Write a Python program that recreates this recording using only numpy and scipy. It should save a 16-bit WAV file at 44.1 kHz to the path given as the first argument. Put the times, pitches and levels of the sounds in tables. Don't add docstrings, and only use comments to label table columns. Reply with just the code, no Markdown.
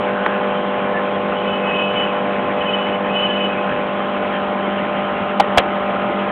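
import sys
import numpy as np
from scipy import signal
from scipy.fft import rfft, irfft, next_fast_len
from scipy.io import wavfile
from scipy.ndimage import uniform_filter1d, map_coordinates

SR = 44100
rng = np.random.default_rng(int(sys.argv[2]) if len(sys.argv) > 2 else 0)


def undo_db(level):
    steps = np.asarray(level, float) / 20
    return 10 ** steps


def log_audio(samples):
    frames = np.atleast_2d(samples).T
    limited = np.clip(frames, -1, 1)
    pcm = np.round(limited * 32767).astype(np.int16)
    wavfile.write(sys.argv[1], SR, pcm)


N = 278271

# rms level beside the pump in dB, rms level at the far end of the tank in dB.
PUMP_OVERTONES = [(-28.5, -28), (-36, -36.5), (-40, -40), (-41, -36), (-33.5, -37.5), (-42, -37.5),
                  (-26.5, -41.5), (-34.5, -34.5), (-25.5, -25.5), (-47.5, -43), (-34, -36), (-38, -35),
                  (-34, -31), (-32.5, -42.5), (-42.5, -50.5), (-55.5, -46.5), (-46, -44), (-31, -33.5),
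                  (-38, -49), (-41.5, -49), (-52, -44.5), (-46, -33.5), (-44, -47), (-49, -37),
                  (-49.5, -44.5), (-46.5, -41), (-40.5, -44)]
# frequency in Hz, level in dB.
CHURN_SPECTRUM = [(15, -55), (25, -27.5), (189, -13), (295, -10), (1140, -13), (3130, -20.5), (3870, -36.5),
                  (6000, -110)]
# frequency in Hz, width in Hz, rms level in dB.
TANK_MODES = [
    (200.2, 58, -33.5),
    (670, 1200, -43.5),
]
# start in seconds, length in seconds, peak level in dB.
SHAKES = [
    [(1.42, .1, -32), (1.53, .07, -29.5), (1.65, .24, -21), (1.96, .06, -27), (2.04, 0.074, -29),
     (2.27, 0.1, -33), (2.42, 0.054, -32), (2.57, 0.062, -31.5), (2.68, 0.026, -21), (2.75, 0.054, -25.5),
     (2.85, 0.093, -30.5), (3.1, 0.13, -26), (3.23, 0.1, -30), (3.37, 0.077, -25.5), (3.46, 0.084, -28),
     (3.57, 0.065, -28), (3.65, .09, -34.5)],
    [(1.36, 0.067, -32), (1.47, 0.11, -27.5), (1.66, 0.05, -27.5), (1.75, 0.17, -23.5),
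     (1.96, 0.092, -18.5), (2.12, 0.095, -32), (2.61, 0.02, -25), (2.66, 0.053, -23), (2.735, 0.023, -16),
     (2.78, 0.11, -26), (2.93, 0.027, -25.5), (3.03, 0.054, -36.5), (3.15, 0.067, -19),
     (3.225, 0.044, -15.5), (3.295, 0.08, -21), (3.4, .065, -20), (3.47, 0.047, -29)],
]
# frequency in Hz, drift in Hz per second.
METAL_MODES = [
    (2577, -8),
    (2993, -3),
]
# start in seconds, frequency in Hz, length in seconds, peak level in dB.
LARGE_BUBBLES = [(.93, 1735, .08, -21), (2.144, 1330, .062, -26), (3.26, 1710, .09, -29),
                 (4.16, 1020, .19, -28), (4.4, 1900, .17, -37), (.28, 1620, .025, -26),
                 (.315, 1700, .04, -28), (.53, 1400, .04, -29), (.6, 3180, .055, -37),
                 (.67, 2760, .07, -37), (.83, 2360, .08, -35.5), (1.05, 3250, .048, -37),
                 (1.12, 3280, .055, -37), (1.323, 1350, .005, -15), (4.0, 3130, .046, -35),
                 (4.33, 3120, .06, -33), (4.6, 3130, .082, -34), (4.96, 3110, .049, -34),
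                 (5.03, 3090, .04, -32)]
# start in seconds, frequency in Hz, length in seconds, peak level in dB, rattle share from 0 to 1.
SHELL_KNOCKS = [(.2624, 2250, .0013, -3, .1), (.2643, 1230, .0017, -6.5, .15),
                (5.3983, 1000, .0042, .5, .25), (5.4033, 1000, .0056, -.5, .25),
                (5.4135, 1100, .004, -14, .3), (5.5742, 900, .0042, 4, .22), (5.579, 1250, .0055, -7, .9),
                (5.5812, 3900, .0035, -5.5, .8), (5.5855, 850, .0052, -4.5, .5),
                (5.592, 700, .012, -13, .5), (5.578, 105, .013, -17.5, 0)]
# frequency in Hz, gain in dB.
MICROPHONE = [(1, -55), (30, -5.5), (60, -1.5), (3300, -0.5), (3950, -8), (4400, -21), (4700, -43),
              (5000, -97)]
# time in seconds, way along the tank (0 beside the pump, 1 at the far end).
PAN_PATH = [
    (0, 0.01),
    (2.2, 0.12),
    (3.6, 0.2),
    (4.7, .9),
    (6.31, 1.08),
]

MAINS_HZ = 49.665
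LOWEST_MULTIPLE = 4
WATER_DB, FIZZ_DB = -21, -46
CONTACTS_PER_S = 36


def unit(x):
    return x / np.sqrt(np.mean(x ** 2) + 1e-20)


def along(points, hz):
    f, v = np.transpose(points)
    return np.interp(np.log(hz + 1), np.log(f + 1), v)


def wobble(rate):
    knots = rng.standard_normal(int(N * rate / SR) + 4)
    return map_coordinates(knots, [np.arange(N) * rate / SR])


def filtered(x, response):
    m = next_fast_len(N + SR // 2)
    return irfft(rfft(x, m) * response(np.fft.rfftfreq(m, 1 / SR)), m)[:N]


def resonance(hz, width_hz):
    return lambda f: 1j * f * width_hz / (hz * hz - f * f + 1j * f * width_hz)


def resonant_band(noise, hz, width_hz):
    return unit(filtered(noise, lambda f: resonance(hz, width_hz)(f) ** 2))


def add(track, s, sound):
    part = track[round(s * SR):][:len(sound)]
    part += sound[:len(part)]


def microphone_hiss():
    return undo_db(-56.5) * resonant_band(rng.standard_normal(N), 3700, 900)


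def grip_rustle():
    centre_s, length_s = 0.23, 0.17
    shape = np.exp(-((np.arange(N) / SR - centre_s) / length_s) ** 4)
    return undo_db(-28.5) * shape * resonant_band(rng.standard_normal(N), 1500, 340)


def knocks():
    rise_s, stop_s = .0005, .0008
    pitch_sag = .35
    out = np.zeros(N)
    rattle = unit(filtered(rng.standard_normal(N), resonance(1750, 2200)))
    for s, hz, length, db, share in SHELL_KNOCKS:
        t = np.arange(round((length + .004) * SR)) / SR
        shape = (1 - np.exp(-t / rise_s)) * np.exp(-np.maximum(t - length, 0) / stop_s)
        phase = 2 * np.pi * hz * (1 - pitch_sag * t / (2 * length)) * t
        rough = share * rattle[round(s * SR):][:len(t)]
        add(out, s, undo_db(db) * shape * (np.sin(phase) + rough))
    return out


def shake_power(shakes):
    gap_share = .3
    power = np.zeros(N)
    for s, length, db in shakes:
        u = np.linspace(-2, 2, round(2 * length * SR))
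        contacts = max(round(length * CONTACTS_PER_S), 1)
        beads = np.cos(np.pi / 2 * contacts * (u + 1)) ** 4 * (np.abs(u) < 1)
        shape = np.exp(-np.abs(u) ** 6)
        add(power, s - length / 2, undo_db(2 * (db + gap_share * db * beads)) * shape)
    return power


def jingle():
    out, t = np.zeros(N), np.arange(N) / SR
    for shakes, (hz, drift) in zip(SHAKES, METAL_MODES):
        power = shake_power(shakes)
        phase = 2 * np.pi * (hz + drift * t / 2) * t + .9 * wobble(55)
        ticks = rng.standard_normal(N) * undo_db(2.5 * wobble(70))
        rattle = resonant_band(ticks, 2800, 600)
        lingering = np.abs(uniform_filter1d(power, size=4000))
        contact_scatter = undo_db(1.5 * wobble(2 * CONTACTS_PER_S))
        ring = np.sqrt(power + undo_db(-25.5) * lingering) * contact_scatter
        out += ring * np.sin(phase) + np.sqrt(lingering) * undo_db(-12.5) * rattle
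    return out


def large_bubbles():
    out, waver = np.zeros(N), .9 * wobble(65)
    for s, hz, length, db in LARGE_BUBBLES:
        t = np.arange(round(length * SR)) / SR
        phase = 2 * np.pi * hz * t + waver[round(s * SR):][:len(t)]
        add(out, s, undo_db(db) * np.sin(np.pi * t / length) * np.sin(phase))
    return out


def bubbles(count, hz, scatter, cycles, size_db):
    draw, t = rng.random((count, 3)), np.arange(700) / SR
    pitch = hz * np.exp(scatter * rng.standard_normal((count, 1)))
    pitch = np.clip(pitch, 150, 4000)
    age = t * pitch / cycles
    ring = np.sin(2 * np.pi * pitch * t * (1 + 0.14 * age))
    ring *= np.exp(-3 * age) * (1 - np.exp(-12 * age))
    ring *= np.cos(np.pi / 2 * t / t[-1])
    ring *= undo_db(-size_db * np.log(draw[:, 1:2] + .02))
    at = (draw[:, :1] * N).astype(int) + np.arange(len(t))
    return unit(np.bincount(at.ravel(), ring.ravel(), N + len(t))[:N])


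def churning():
    z = signal.stft(rng.standard_normal(N), nperseg=512)[2]
    field = uniform_filter1d(rng.standard_normal(z.shape), 5, 0)
    field = uniform_filter1d(field, 8, 1)
    patchy = signal.istft(z * undo_db(1.9 * unit(field)), nperseg=512)[1][:N]
    churn = unit(filtered(patchy, lambda f: undo_db(along(CHURN_SPECTRUM, f))))
    stroke = 2 * np.pi * MAINS_HZ * np.arange(N) / SR
    return churn * undo_db(1.5 * np.sin(2 * stroke + 1.9))


def tank_ringing():
    return sum(undo_db(db) * resonant_band(rng.standard_normal(N), hz, width)
               for hz, width, db in TANK_MODES)


def water():
    body_db = WATER_DB + .2 * wobble(4.1)
    fizz_db = FIZZ_DB + .8 * wobble(3.3)
    churn_db = body_db - 4.5 + 0.69 * wobble(25)
    gurgle = bubbles(count=2500, hz=914, scatter=.45, cycles=5.3, size_db=2.0)
    gurgle = filtered(gurgle, lambda f: 1 / (1 + (f / 2200) ** 8))
    fizz = bubbles(count=5000, hz=2900, scatter=.2, cycles=4, size_db=2.5)
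    stream = undo_db(churn_db) * churning() + undo_db(body_db - 8) * gurgle + undo_db(fizz_db + 2.5) * fizz
    return stream + tank_ringing()


def pump():
    t, out = np.arange(N) / SR, np.zeros(N)
    way = np.interp(t, *np.transpose(PAN_PATH))
    turn = 2 * np.pi * MAINS_HZ * t + 0.022 * wobble(.6)
    for k, (near_db, far_db) in enumerate(PUMP_OVERTONES, LOWEST_MULTIPLE):
        level_db = near_db + (far_db - near_db) * way + 0.47 * wobble(17)
        out += np.sqrt(2) * undo_db(level_db) * np.sin(k * turn + k * k)
    return out


def scene():
    background = microphone_hiss() + grip_rustle() + knocks()
    return (background + jingle() + large_bubbles() + water() + pump())[None]


def roll_off(x):
    return signal.sosfilt(signal.butter(12, 16000, fs=SR, output="sos"), x)


def record(dry):
    x = filtered(dry[0], lambda f: undo_db(along(MICROPHONE, f)))
    x = x / (1 + np.abs(x / .72) ** 40) ** (1 / 40)
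    return roll_off(x[None])


dry = scene()
out = record(dry)
log_audio(out)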